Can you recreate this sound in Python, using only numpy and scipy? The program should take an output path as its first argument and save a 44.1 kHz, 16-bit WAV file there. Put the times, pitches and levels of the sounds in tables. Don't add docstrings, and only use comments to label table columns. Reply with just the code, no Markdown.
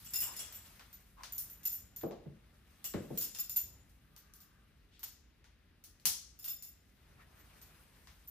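import sys
import numpy as np
from scipy import signal
from scipy.io import wavfile

SR = 44100
rng = np.random.default_rng(int(sys.argv[2]) if len(sys.argv) > 2 else 0)


def transcribe(u):
    v = np.clip(np.atleast_2d(u).T, -1, 1)
    q = np.round(v * 32767).astype(np.int16)
    wavfile.write(sys.argv[1], SR, q)


N = 366016
STEP = 40

# t/s, rustle level/dB, its tilt/(dB/octave), floor rumble level/dB
MOVES = [(0.0, -58.5, 2, -62.5), (0.41, -51, 0, -66.5), (0.97, -63.5, -0.5, -71.5), (1.15, -68, 0, -72),
         (1.4, -59, -1, -67.5), (2.12, -69, -3, -66), (2.59, -66.5, -2, -71.5), (3.211, -58.5, 1, -70),
         (3.629, -68, -0.5, -66), (5.48, -75, -3, -81), (6.898, -72, 0, -75.5), (7.1, -63.5, -3, -69.5),
         (7.65, -59.5, -1.5, -68.5), (8.3, -65.5, -0.5, -75)]
# t/s, click level/dB, its tilt/(dB/octave), clip level/dB, ring level/dB,
CLINKS = [(.047, -72, 8, -57, -58, 5), (.105, -81, 17, -70, -58, 0), (0.136, -59.5, 13, -32, -64, 9),
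          (.158, -63, 16, -36, -66, 5), (.204, -61, 16.5, -33.5, -54, 4.5), (0.226, -69, -12, -34, -75, -3),
          (0.3653, -65, 12.5, -47, -75, 10), (.524, -67, 4, -70, -57, 0), (.5454, -77, -1, -63, -59, -5),
          (.663, -71, 2, -67, -71, -6), (0.929, -70.5, 2, -70, -55.5, 0), (1.323, -74, 12, -47, -40.5, -10),
          (1.3803, -61, 14.5, -38, -46, -7), (1.499, -74.5, 9, -63, -51.5, -5),
          (1.6325, -74, 9, -45, -67, -3), (1.6531, -57, 8.5, -35, -37, 0.5),
          (1.728, -69.5, 14.5, -70, -42.5, 0), (1.962, -69.5, 7.5, -50.5, -46, 3.5),
          (2.8425, -56.5, 4, -36, -45.5, -7), (3.175, -56, 3, -31.5, -36.5, -12),
          (3.212, -52.5, 6.5, -34.5, -44.5, 4), (3.3482, -58, 3.5, -48, -76, 15),
          (3.387, -56.5, 2.5, -33, -58, -1), (3.4953, -63, 11, -48, -43.5, 11),
          (3.5619, -55, 5.5, -33.5, -31.5, -0.5), (4.1632, -67.5, 1.5, -77, -65, 0),
          (4.337, -72, 6.5, -65, -66, -10), (4.4036, -73.5, 3.5, -55, -70, -3),
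          (4.9932, -70, -0.5, -73, -61, 8), (5.031, -55.5, 1.5, -53, -50, 9),
          (6.39, -74.5, 12, -53, -58, 8), (6.427, -78, 3, -45, -69, -4), (6.4428, -58, 2, -37.5, -73, -2),
          (6.4784, -62, 2, -33.5, -70, 2), (6.624, -67, 9, -45.5, -58, 3), (7.3894, -89, -2.5, -77, -72, 0),
          (7.615, -69.5, 1, -59, -63, 0), (8.275, -77, 8, -84, -57, -14)]
# t/s, level/dB, tilt/(dB/octave)
DROPS = [(2.034, -31.5, 4.5), (2.109, -45.5, 10), (2.258, -45, -6.5), (2.942, -30.5, -2),
         (3.105, -36, -1.5), (6.052, -56.5, -10.5)]
# t/s, level/dB
SNAPS = [(5.8395, -54), (6.0546, -25)]


def from_db(db):
    return 10 ** (np.asarray(db) / 20)


def at_hz(points, hz):
    freqs, values = np.transpose(points)
    return np.interp(np.log(hz), np.log(freqs), values)


def drift(rate_hz):
    r = np.exp(-2 * np.pi * rate_hz * STEP / SR)
    slow = signal.lfilter([1], [1, -2 * r, r * r], rng.standard_normal(N // STEP + 2001))[2000:]
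    return slow / slow.std()


def impulses(times, db):
    out = np.zeros(N)
    np.add.at(out, np.round(np.asarray(times) * SR).astype(int), from_db(db))
    return out


def decay(hits, t60):
    r = from_db(-120 / (t60 * SR))
    return signal.lfilter([1 - r], [1, -r], hits ** 2 + 1e-24)


def reverberation(hits, hz):
    hall = [(60, 0.3), (300, 0.48), (2000, 0.38), (6000, 0.49), (14000, 0.25)]
    build_up_s, early_share = 0.0033, 0.28
    power = early_share * decay(hits, t60=0.19) + (1 - early_share) * decay(hits, at_hz(hall, hz))
    r = np.exp(-1 / (build_up_s * SR))
    return signal.lfilter([1 - r], [1, -r], power)


def at_ports(white, hz):
    coherence = [(60, 0.94), (125, 1), (250, 0.76), (900, 0.19), (2000, 0.69), (4000, 0.12), (7000, 0.075)]   # f/Hz, left-right correlation
    balance = [(60, 0.5), (300, 1), (2500, 2.5), (3500, 5), (7000, 5), (8000, -5.5)]   # f/Hz, left over right level/dB
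    alike = at_hz(coherence, hz)
    common, opposed = np.sqrt(1 + alike), np.sqrt(1 - alike)
    gains = from_db(at_hz(balance, hz) * np.array([[.5], [-.5]]) - 4)
    return (gains * np.array([[common, opposed], [common, -opposed]])) @ white


def resonance(noise, hz, width_hz):
    r = np.exp(-np.pi * width_hz / SR)
    out = signal.lfilter([1, 0, -1], [1, -2 * r * np.cos(2 * np.pi * hz / SR), r * r], noise)
    return out / out.std()


def struck(times, db, modes_hz, modes_db, white, t60, echo_db, spread_db=2.0):
    out = 0
    for hz, mode_db in zip(modes_hz, modes_db):
        hits = impulses(times, db + mode_db + spread_db * rng.standard_normal(len(times)))
        echo = from_db(echo_db) * np.sqrt(reverberation(hits, hz)) * at_ports(white, hz)
        r, w = from_db(-60 / (t60 * SR)), 2 * np.pi * hz / SR
        out = out + signal.lfilter([0, np.sin(w)], [1, -2 * r * np.cos(w), r * r], hits + echo)
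    return out


def movement(hz, grain_db):
    cloth = [(150, -8), (500, -8), (1500, -4.5), (4000, -9), (7500, -10.5), (10500, -10.5), (14200, -8),
             (16000, -27)]
    floor = [(35, -27), (70, 1.5), (130, -5), (250, -10), (500, -62)]
    times, *columns = np.transpose(MOVES)
    t = np.arange(0, N + 1, STEP) / SR
    rustle_db, tilt, rumble_db = [np.interp(t, times, column) for column in columns]
    colour_db = at_hz(cloth, hz) + tilt * np.log2(hz / 2000)
    rustle = from_db(rustle_db + grain_db + 1.5 * drift(12) + colour_db + 6.5)
    rumble = from_db(rumble_db + at_hz(floor, hz) + 26)
    return rustle ** 2 + rumble ** 2


def house_tone(hz):
    spectrum = [(30, -4), (50, 21.5), (100, 5), (200, 3), (500, -8.5), (1000, -16.5), (1600, -9),
                (4000, -16), (8000, -34), (11000, -29), (16000, -33)]
    return from_db(-55.5 + at_hz(spectrum, hz) + drift(11)) ** 2


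def hum():
    return from_db(-73.5) * resonance(rng.standard_normal(N), hz=40, width_hz=1.7)


def contact_clicks(hz):
    ticks = [(0.392, -57, 7.5), (0.7945, -65.5, -8.5), (1.234, -54.5, -3), (2.012, -68.5, -7.5),
             (2.11, -69.5, -7.5), (2.9378, -61.5, -12.5), (3.8954, -85, 8), (5.442, -72.5, -5.5),
             (5.998, -76, 1), (8.072, -67, -5.5)]
    spectrum = [(300, -13.5), (1000, 3.5), (2500, 2), (3500, 6.5), (6200, 9), (8000, 0.5), (11000, 1),
                (14200, -2.5), (16000, -1.5)]
    clinks = [row[:3] for row in CLINKS]
    snaps = [(t, db - 12.5, 5.4) for t, db in SNAPS]
    times, db, tilt = np.transpose(clinks + ticks + snaps)
    octaves = np.log2(np.clip(hz, 1800, 11000) / 4400)
    hits = impulses(times, db + tilt * octaves + at_hz(spectrum, hz) + 29.5)
    return decay(hits, t60=.005) + reverberation(from_db(6.5) * hits, hz)


def spring_clip(white):
    low_hz = [2760, 3590, 5180, 5290, 7060]
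    low_db = [-31, -30, -21.5, -34, -16.5]
    high_hz = [9700, 12200, 13550, 14430, 15390]
    high_db = [-20, -30, -19, -9.5, -24]
    times, _, _, db, _, grip_db = np.transpose(CLINKS)
    low = struck(times, db + grip_db, low_hz, low_db, white, t60=.065, echo_db=12.8, spread_db=1.5)
    return low + struck(times, db, high_hz, high_db, white, t60=.065, echo_db=12.0)


def steel_ring(white):
    modes_hz = [7010, 13900, 14030, 14180, 14330]
    modes_db = [-7.5, -32.5, 5.5, -15, -10.5]
    times, _, _, _, db, _ = np.transpose(CLINKS)
    return struck(times, db, modes_hz, modes_db, white, t60=.07, echo_db=5.2)


def strap_slider(white):
    taps = [(0.06, -60), (0.22, -49.5), (0.394, -50.5), (.546, -60), (1.382, -84), (1.726, -64),
            (2.845, -52), (3.213, -60)]
    modes_hz = [2910, 3350, 5730, 7300, 8050, 10780]
    modes_db = [-7, -6.5, -4, 6.5, -0.5, -8.5]
    return struck(*np.transpose(taps), modes_hz, modes_db, white, t60=.04, echo_db=13.7)


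def rubs():
    strokes = [(0.243, 0.11, 990, 150, -56), (1.166, 0.089, 1040, 129, -55.5), (3.564, .34, 72, 44, -64.5),
               (3.949, 0.82, 1193, 89, -77.5), (3.95, 0.86, 1565, 108, -77.5),
               (4.907, .1, 3150, 1510, -67.5), (7.168, 0.07, 1190, 350, -65.5),
               (7.188, 0.07, 1810, 348, -66)]
    out = np.zeros((2, N))
    for t, duration, hz, width_hz, db in strokes:
        start, size = int(t * SR), int(duration * SR)
        friction = at_ports(rng.standard_normal((2, SR)), hz)
        swell = from_db(db) * np.sin(np.linspace(0, np.pi, size))
        out[:, start:start + size] += swell * resonance(friction, hz, width_hz)[:, -size:]
    return out


def floor_thuds(hz):
    spectrum = [(29, -26), (50, -22), (171, 8), (237, 1.5), (270, 0.5), (546, -1), (1020, -27.5),
                (2500, -77), (3250, -56), (5500, -120)]
    times, db, tilt = np.transpose(DROPS)
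    hits = impulses(times, db + at_hz(spectrum, hz) + tilt * np.log2(hz / 300) + 37.0)
    return decay(hits, t60=0.025) + reverberation(from_db(4.5) * hits, hz)


def floorboards(white):
    modes_hz = [110, 183, 345, 460, 545]
    modes_db = [-25, -14.5, -10, -14, -32]
    times, db, _ = np.transpose(DROPS)
    return struck(times, db, modes_hz, modes_db, white, t60=.12, echo_db=1.3)


def buckle(white):
    modes_hz = [3300, 4600, 6200, 10900, 14300]
    modes_db = [-39, -13, 2, -13, 4.5]
    return struck(*np.transpose(SNAPS), modes_hz, modes_db, white, t60=.007, echo_db=3.0, spread_db=4.5)


def broadband_noise():
    grain_db = drift(19)
    edges_hz = np.concatenate([np.geomspace(35, 4000, 16), np.arange(5200, 17500, 1500)])
    white = rng.standard_normal((2, 2, N))
    out = 0
    for k, (low, high) in enumerate(zip(edges_hz, edges_hz[1:])):
        hz = np.sqrt(low * high)
        sustained = np.repeat(movement(hz, grain_db) + house_tone(hz), STEP)[:N]
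        power = sustained + contact_clicks(hz) + floor_thuds(hz)
        band = signal.butter(2, [low, high], "band", fs=SR, output="sos")
        out = out + signal.sosfilt(band, np.sqrt(power) * at_ports(white[k % 2], hz))
    return out


def scene():
    white = rng.standard_normal((2, N))
    hardware = spring_clip(white) + steel_ring(white) + strap_slider(white) + buckle(white)
    return hardware + floorboards(white) + hum() + broadband_noise() + rubs()


def record(dry):
    crossover_hz, low_cut_hz, stopband_hz = 7900, 40, 16700
    port_lag, right_lag = 14, 2
    left_low, right_low = signal.sosfilt(signal.butter(8, crossover_hz, fs=SR, output="sos"), dry)
    leak, treble = signal.sosfilt(signal.butter(8, crossover_hz, "high", fs=SR, output="sos"), dry)
    late_treble = np.concatenate([np.zeros(port_lag), treble[:-port_lag]])
    left = left_low + from_db(-29.0) * leak - late_treble
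    right = np.roll(right_low, right_lag) + treble
    mixed = signal.sosfilt(signal.butter(4, low_cut_hz, "high", fs=SR, output="sos"), [left, right])
    return signal.sosfilt(signal.cheby2(12, 60, stopband_hz, fs=SR, output="sos"), mixed)


dry = scene()
out = record(dry)
transcribe(out)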